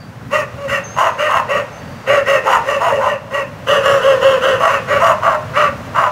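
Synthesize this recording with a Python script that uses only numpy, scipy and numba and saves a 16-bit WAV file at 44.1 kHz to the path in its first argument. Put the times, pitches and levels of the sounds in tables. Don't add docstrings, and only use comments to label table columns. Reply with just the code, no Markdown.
import sys
import numpy as np
from scipy import signal
from scipy.fft import rfft, irfft, next_fast_len
from scipy.io import wavfile
from scipy.ndimage import uniform_filter1d, minimum_filter1d
from numba import njit

SR = 44100
rng = np.random.default_rng(int(sys.argv[2]) if len(sys.argv) > 2 else 0)


def generate_wav(sig):
    pcm = np.round(np.clip(np.atleast_2d(sig).T, -1, 1) * 32767).astype(np.int16)
    wavfile.write(sys.argv[1], SR, pcm)


N = 269451
TIME = np.arange(N) / SR

# f/Hz, level/dB
RUMBLE_EQ = [(25, -41), (50, -8.5), (80, 1.5), (115, 9.5), (160, 4), (250, 0.5), (330, -10), (500, -41)]
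TYRE_EQ = [(250, -9), (500, 6.5), (900, 2), (1500, 0.5), (2300, -6.5), (4000, -15.5), (6300, -18),
           (8000, -24.5), (11500, -30.5), (15500, -31)]
# t/s, rumble level/dB, tyre level/dB
ROAD_FADERS = [(0.0, -36.5, -40.5), (0.24, -32, -39), (0.75, -33, -34.5), (1.1, -37.5, -33.5),
               (2.0, -32, -35), (2.7, -37, -30), (3.15, -33, -39), (3.6, -32.5, -36.5), (3.9, -34, -27.5),
               (5.3, -32, -32), (5.9, -28.5, -33), (6.11, -38.5, -31)]
# t/s, length/s, f/Hz, level/dB, fade/(dB/s)
WHISTLE_CUES = [(0.0, 0.1, 4700, -45, 200), (0.836, 0.48, 6430, -33, 62), (1.724, 0.08, 6370, -49, 38),
                (1.78, 0.3, 4660, -55, 8)]

# t/s, length/s, pitch f/Hz, relative throat level/dB,
# mouth opening as level over the throat/dB, mouth resonance f/Hz, extra treble/dB
YELP_CUES = [(0.297, 0.125, 607, -14.5, -0.5, 1080, 1.5), (0.667, 0.12, 581.3, -18.5, 1.5, 1350, 4.5),
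             (1.165, 0.13, 613.6, -15, -0.5, 1350, 1), (1.467, 0.14, 580, -13, -4, 1110, 0),
             (2.05, 0.15, 583, -7.5, -5, 1370, -2.5), (2.242, 0.14, 559.5, -11.5, -2.5, 1260, 2.5),
             (2.427, 0.086, 542, -14.5, -9, 1140, -1), (2.637, 0.14, 582.7, -14, -3.5, 1100, 1),
             (2.892, 0.1, 569.4, -11, -12, 1155, -1), (3.027, 0.12, 595.3, -14.5, -6.5, 1065, 0.5),
             (3.297, 0.13, 572.6, -16.5, -3, 1023, 1), (4.667, 0.11, 559, -17.5, 4.5, 1260, -0.5),
             (4.862, 0.14, 575, -11.5, -1, 1350, -6), (5.525, 0.15, 600.7, -12.5, 3.5, 1284, -5)]
WHINE_CUES = [(0.532, 0.135, 568, -16.5, -10.5, 1200, 0)]
HARSH_CUES = [(0.952, 0.14, 535.4, -16.5, 6.3, 1020, 1), (1.272, 0.13, 544.3, -23, 12.1, 1050, 3),
              (2.447, 0.13, 495, -25, 17, 1030, 3), (2.787, 0.13, 504, -16, 4.5, 944, 0),
              (2.977, 0.12, 518.3, -26.5, 12.9, 950, -5), (4.575, 0.13, 551, -13.5, 3.1, 1080, 1.5),
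              (4.987, 0.14, 554, -11.5, 2.4, 1125, 0.5), (5.203, 0.15, 551.6, -16, 5.6, 1116, -4),
              (5.932, 0.14, 542, -20.5, 10.9, 1120, -3)]
HOLLOW_CUES = [(3.657, 0.13, 592.2, -10.5, -3.5, 1260, 1.8), (3.807, 0.18, 565, -11.5, -2.5, 1270, -1.4),
               (3.995, 0.16, 551, -9, -7.5, 1180, -1.2), (4.19, 0.175, 543.4, -8, -7.5, 1160, 0),
               (4.397, 0.16, 542.5, -11.5, -4.5, 1295, 0.25)]
# f/Hz, width/Hz, level/dB
HOLLOW_DIPS = [(2350, 520, -16), (3650, 450, -6)]
# (f/Hz, width/Hz, level/dB)
YELPING_VOICE = dict(throat=(576, 118), mouth_width_hz=576, third=(1880, 81), fourth=(2754, 155),
                 dips=[(1678, 177, -11), (3440, 1230, -8.5)])
HARSH_VOICE = dict(throat=(668, 37.4), mouth_width_hz=417, third=(1850, 200), fourth=(2804, 180),
               dips=[(2240, 1000, -5.5), (3420, 2270, -8.5)])
HOLLOW_VOICE = dict(throat=(538, 99), mouth_width_hz=420, third=(1870, 48), fourth=(2864, 280),
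                dips=HOLLOW_DIPS)
# rise/share of the length; pitch glide, opening scoop and closing droop/semitones;
# wow/share by which the mouth resonance sinks at both ends; roughness and its growth per dB of opening;
# third and fourth resonance level over the throat/dB, and how far they follow the opening
YELPING = dict(rise=0.37, glide=.3, scoop=5, droop=1.2, wow=.044, rough=0.453, rough_per_db=0, upper_db=(-4, -6.5),
           follow=0.64)
WHINING = dict(rise=1.2, glide=0.58, scoop=2, droop=1.2, wow=.04, rough=.2, rough_per_db=0, upper_db=(-26, -21),
           follow=0)
HARSH_BARKING = dict(rise=0.33, glide=-0.41, scoop=5, droop=1.2, wow=0.067, rough=0.493, rough_per_db=0.06, upper_db=(-10.5, -10),
                 follow=0.88)
HOLLOW_BARKING = dict(rise=.32, glide=-0.098, scoop=5, droop=1.196, wow=.045, rough=0.636, rough_per_db=.037, upper_db=(-9, -4.5),
                  follow=1)
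BREATH_GAINS = [9, 7, 9, 12]
# f/Hz, level/dB
RASP_EQ = [(280, -81), (420, -2.5), (1500, 16.5), (2300, -58), (3200, -22), (4200, 5.5), (5300, 6),
           (6800, 7.5), (8000, -1), (10500, -2.5), (12000, -7.5), (15500, -7)]

# delay t/s, level/dB
SLAPS = [(.0088, -10), (.0148, -14.5), (.0235, -17.5), (.043, -19.5), (.0526, -15.5), (.0753, -21),
         (.0837, -19.5)]
# f/Hz, t60/s
TREE_T60 = [(300, 0.85), (600, 1.95), (1800, 0.7), (3000, 2.5), (8000, 0.72)]

CHEST_HZ, CHEST_WIDTH_HZ = 448, 36
GRUFF_PITCH_HZ, GRUFF_DB_PER_HZ = 579, 0.14


def from_db(db):
    return 10 ** (np.asarray(db) / 20)


def unit_rms(x):
    return x / np.sqrt(np.mean(x ** 2) + 1e-20)


def at_hz(points, hz):
    freqs, values = np.transpose(points)
    return np.interp(np.log(hz + 1), np.log(freqs), values)


def equalise(x, curve):
    size = next_fast_len(len(x))
    hz = np.fft.rfftfreq(size, 1 / SR)
    return unit_rms(irfft(rfft(x, size) * from_db(at_hz(curve, hz)), size)[:len(x)])


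def wobble(rate_hz, size):
    r = np.exp(-2 * np.pi * rate_hz / SR)
    return unit_rms(signal.lfilter([1], [1, -2 * r, r * r], rng.standard_normal(size + 2000))[2000:])


def swell(t, length, rise, fall):
    up, down = np.clip(t / rise, 0, 1), np.clip((length - t) / fall + .5, 0, 1)
    return (np.sin(np.pi / 2 * up) * np.sin(np.pi / 2 * down)) ** 2


@njit
def sweep(x, angle, r):
    y = np.zeros(len(x))
    for i in range(2, len(x)):
        drive = (1 - r * r) / 2 * (x[i] - x[i - 2])
        y[i] = drive + 2 * r * np.cos(angle[i]) * y[i - 1] - r * r * y[i - 2] + 1e-18
    return y


def resonate(x, envelope, hz, width_hz):
    r, angle = np.exp(-np.pi * width_hz * np.sqrt(2) / SR), 2 * np.pi * hz / SR
    ring = sweep(sweep(x * envelope, angle, r), angle, r)
    return ring * np.sqrt(np.sum(envelope ** 2) / np.sum(ring ** 2))


def road(lumpy_db=2):
    times, rumble_db, tyre_db = np.transpose(ROAD_FADERS)
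    rumble = equalise(rng.standard_normal(N), RUMBLE_EQ)
    rumble *= from_db(np.interp(TIME, times, rumble_db) + lumpy_db * wobble(13.7, N))
    tyres = equalise(rng.standard_normal(N), TYRE_EQ)
    return rumble + tyres * from_db(np.interp(TIME, times, tyre_db))


def whistles(unsteady=0.0029, edge_s=0.0075, dip_share=.024, dip_at_s=0.0413, dip_width_s=0.041):
    out = np.zeros(N)
    for start, length, hz, db, fade_db_per_s in WHISTLE_CUES:
        t = np.maximum(TIME - start, 0)
        dip = dip_share * np.exp(-((t - dip_at_s) / dip_width_s) ** 2)
        pitch = hz * (1 - dip + unsteady * wobble(62, N))
        level = from_db(db - fade_db_per_s * np.minimum(t, length)) * swell(t, length, edge_s, edge_s)
        out += np.sqrt(2) * np.sin(2 * np.pi * np.cumsum(pitch) / SR) * level
    return out


def vocal_folds(hz, rough, split=0.7, harmonics=26):
    size = len(hz)
    jittered_hz = hz * (1 + .06 * rough * wobble(150, size))
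    phase = 2 * np.pi * np.cumsum(jittered_hz) / SR
    pulses = np.sin((harmonics + .5) * phase) / (2 * np.sin(phase / 2)) - .5
    shimmer = from_db(3.5 * rough * wobble(200, size))
    uneven = shimmer * (1 + min(split * rough, 1) * np.cos(phase / 2))
    air = rng.standard_normal(size) * (1 + 0.41 * np.cos(phase))
    return pulses * uneven, air * uneven


def rasp(pulses, air):
    breathy = pulses + 16 * air
    reflection = np.roll(breathy, int(rng.uniform(.0005, .0012) * SR))
    return equalise(breathy + .7 * reflection, RASP_EQ)


def head_notches(x, dips):
    for hz, width_hz, db in dips:
        b, a = signal.iirpeak(hz, hz / width_hz, fs=SR)
        x = x - (1 - from_db(db)) * signal.lfilter(b, a, x)
    return x


def dog(cues, voice, manner, sag, lag_s, fall_s, rasp_db, chest_db, scatter=0.011, size=12288):
    out, t = np.zeros(N + size), np.arange(size) / SR
    for start, length, pitch_hz, throat_db, open_db, mouth_hz, treble_db in cues:
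        upper_db = np.array(manner["upper_db"]) + manner["follow"] * open_db + treble_db
        gains = from_db(throat_db + np.array([0, open_db, *upper_db]))
        rough = np.clip(manner["rough"] + manner["rough_per_db"] * open_db, .05, .7)
        along = np.clip(2 * t / length - 1, -1, 1.2)
        slack = along ** 2
        bend = np.where(along < 0, manner["scoop"], manner["droop"])
        semitones = manner["glide"] * along / 2 - bend * slack
        pulses, air = vocal_folds(pitch_hz * 2 ** (semitones / 12), rough)
        rise_s = manner["rise"] * length
        opening = swell(t, length, rise_s, fall_s)
        throat_swell = swell(t, length + lag_s, rise_s + lag_s, fall_s)
        resonances = [(*voice["throat"], throat_swell, sag),
                      (mouth_hz, voice["mouth_width_hz"], opening, manner["wow"])]
        for hz, width_hz in (voice["third"], voice["fourth"]):
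            resonances.append((hz * (1 + scatter * rng.normal()), width_hz, opening, sag))
        bark = np.zeros(size)
        for (hz, width_hz, envelope, sink), breath, gain in zip(resonances, BREATH_GAINS, gains):
            source = pulses + breath * rough * air
            bark += gain * resonate(source, envelope, hz * (1 - sink * slack), width_hz)
        chest = resonate(air, opening, np.full(size, CHEST_HZ), CHEST_WIDTH_HZ)
        gruff_db = GRUFF_DB_PER_HZ * (GRUFF_PITCH_HZ - pitch_hz)
        bark += from_db(throat_db + chest_db + gruff_db) * rough * chest
        force = np.sqrt(np.linalg.norm(gains[1:]) * gains[-1])
        bark += from_db(rasp_db) * force * opening * rasp(pulses, air)
        at = int(start * SR)
        out[at:at + size] += bark
    return head_notches(out[:N], voice["dips"])


def outdoors(x, rubble_db=-10, rubble_t60=0.24, trees_gain=0.063, wall_cut_hz=3500, size=65536):
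    t, response = np.arange(size) / SR, np.zeros(size)
    for delay, db in SLAPS:
        response[int(delay * SR)] += from_db(db)
    rubble = rng.standard_normal(size) * from_db(-60 * t / rubble_t60) * (t > .006)
    response += from_db(rubble_db) * unit_rms(rubble) / np.sqrt(size)
    edges_hz, tail = np.geomspace(250, 12000, 9), np.zeros(size)
    for low, high in zip(edges_hz, edges_hz[1:]):
        band_pass = signal.butter(2, [low, high], "band", fs=SR, output="sos")
        decay = from_db(-60 * t / at_hz(TREE_T60, np.sqrt(low * high)))
        tail += signal.sosfilt(band_pass, rng.standard_normal(size)) * decay
    bloom = np.clip(t / 0.24, 0, 1)
    response += trees_gain * unit_rms(tail * bloom) / np.sqrt(size)
    response = signal.sosfilt(signal.butter(1, wall_cut_hz, fs=SR, output="sos"), response)
    return x + signal.fftconvolve(x, response)[:N]


def scene():
    yelps = dog(YELP_CUES, YELPING_VOICE, YELPING,
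                sag=0.049, lag_s=0.00068, fall_s=0.093, rasp_db=-13, chest_db=-11)
    whine = dog(WHINE_CUES, YELPING_VOICE, WHINING,
                sag=0.033, lag_s=0.002, fall_s=0.076, rasp_db=-8, chest_db=-13.5)
    hollow = dog(HOLLOW_CUES, HOLLOW_VOICE, HOLLOW_BARKING,
                 sag=0.049, lag_s=0.0074, fall_s=0.15, rasp_db=-12, chest_db=-18)
    harsh = dog(HARSH_CUES, HARSH_VOICE, HARSH_BARKING,
                sag=0.065, lag_s=0.0029, fall_s=0.091, rasp_db=-14, chest_db=-32)
    dogs = from_db(-3) * (yelps + whine) + from_db(-1.5) * hollow + from_db(-1.38) * harsh
    return (outdoors(dogs + whistles()) + road())[None]


def record(dry, ceiling=1.0, release_db_per_s=250, cutoff_hz=15700):
    over_db = 20 * np.log10(np.maximum(np.abs(dry[0]) / ceiling, 1))
    held_db = np.maximum.accumulate(over_db + release_db_per_s * TIME) - release_db_per_s * TIME
    gain = uniform_filter1d(minimum_filter1d(from_db(-held_db), size=65), size=65)
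    return signal.sosfilt(signal.ellip(16, .1, 90, cutoff_hz, fs=SR, output="sos"), dry * gain)


dry = scene()
out = record(dry)
generate_wav(out)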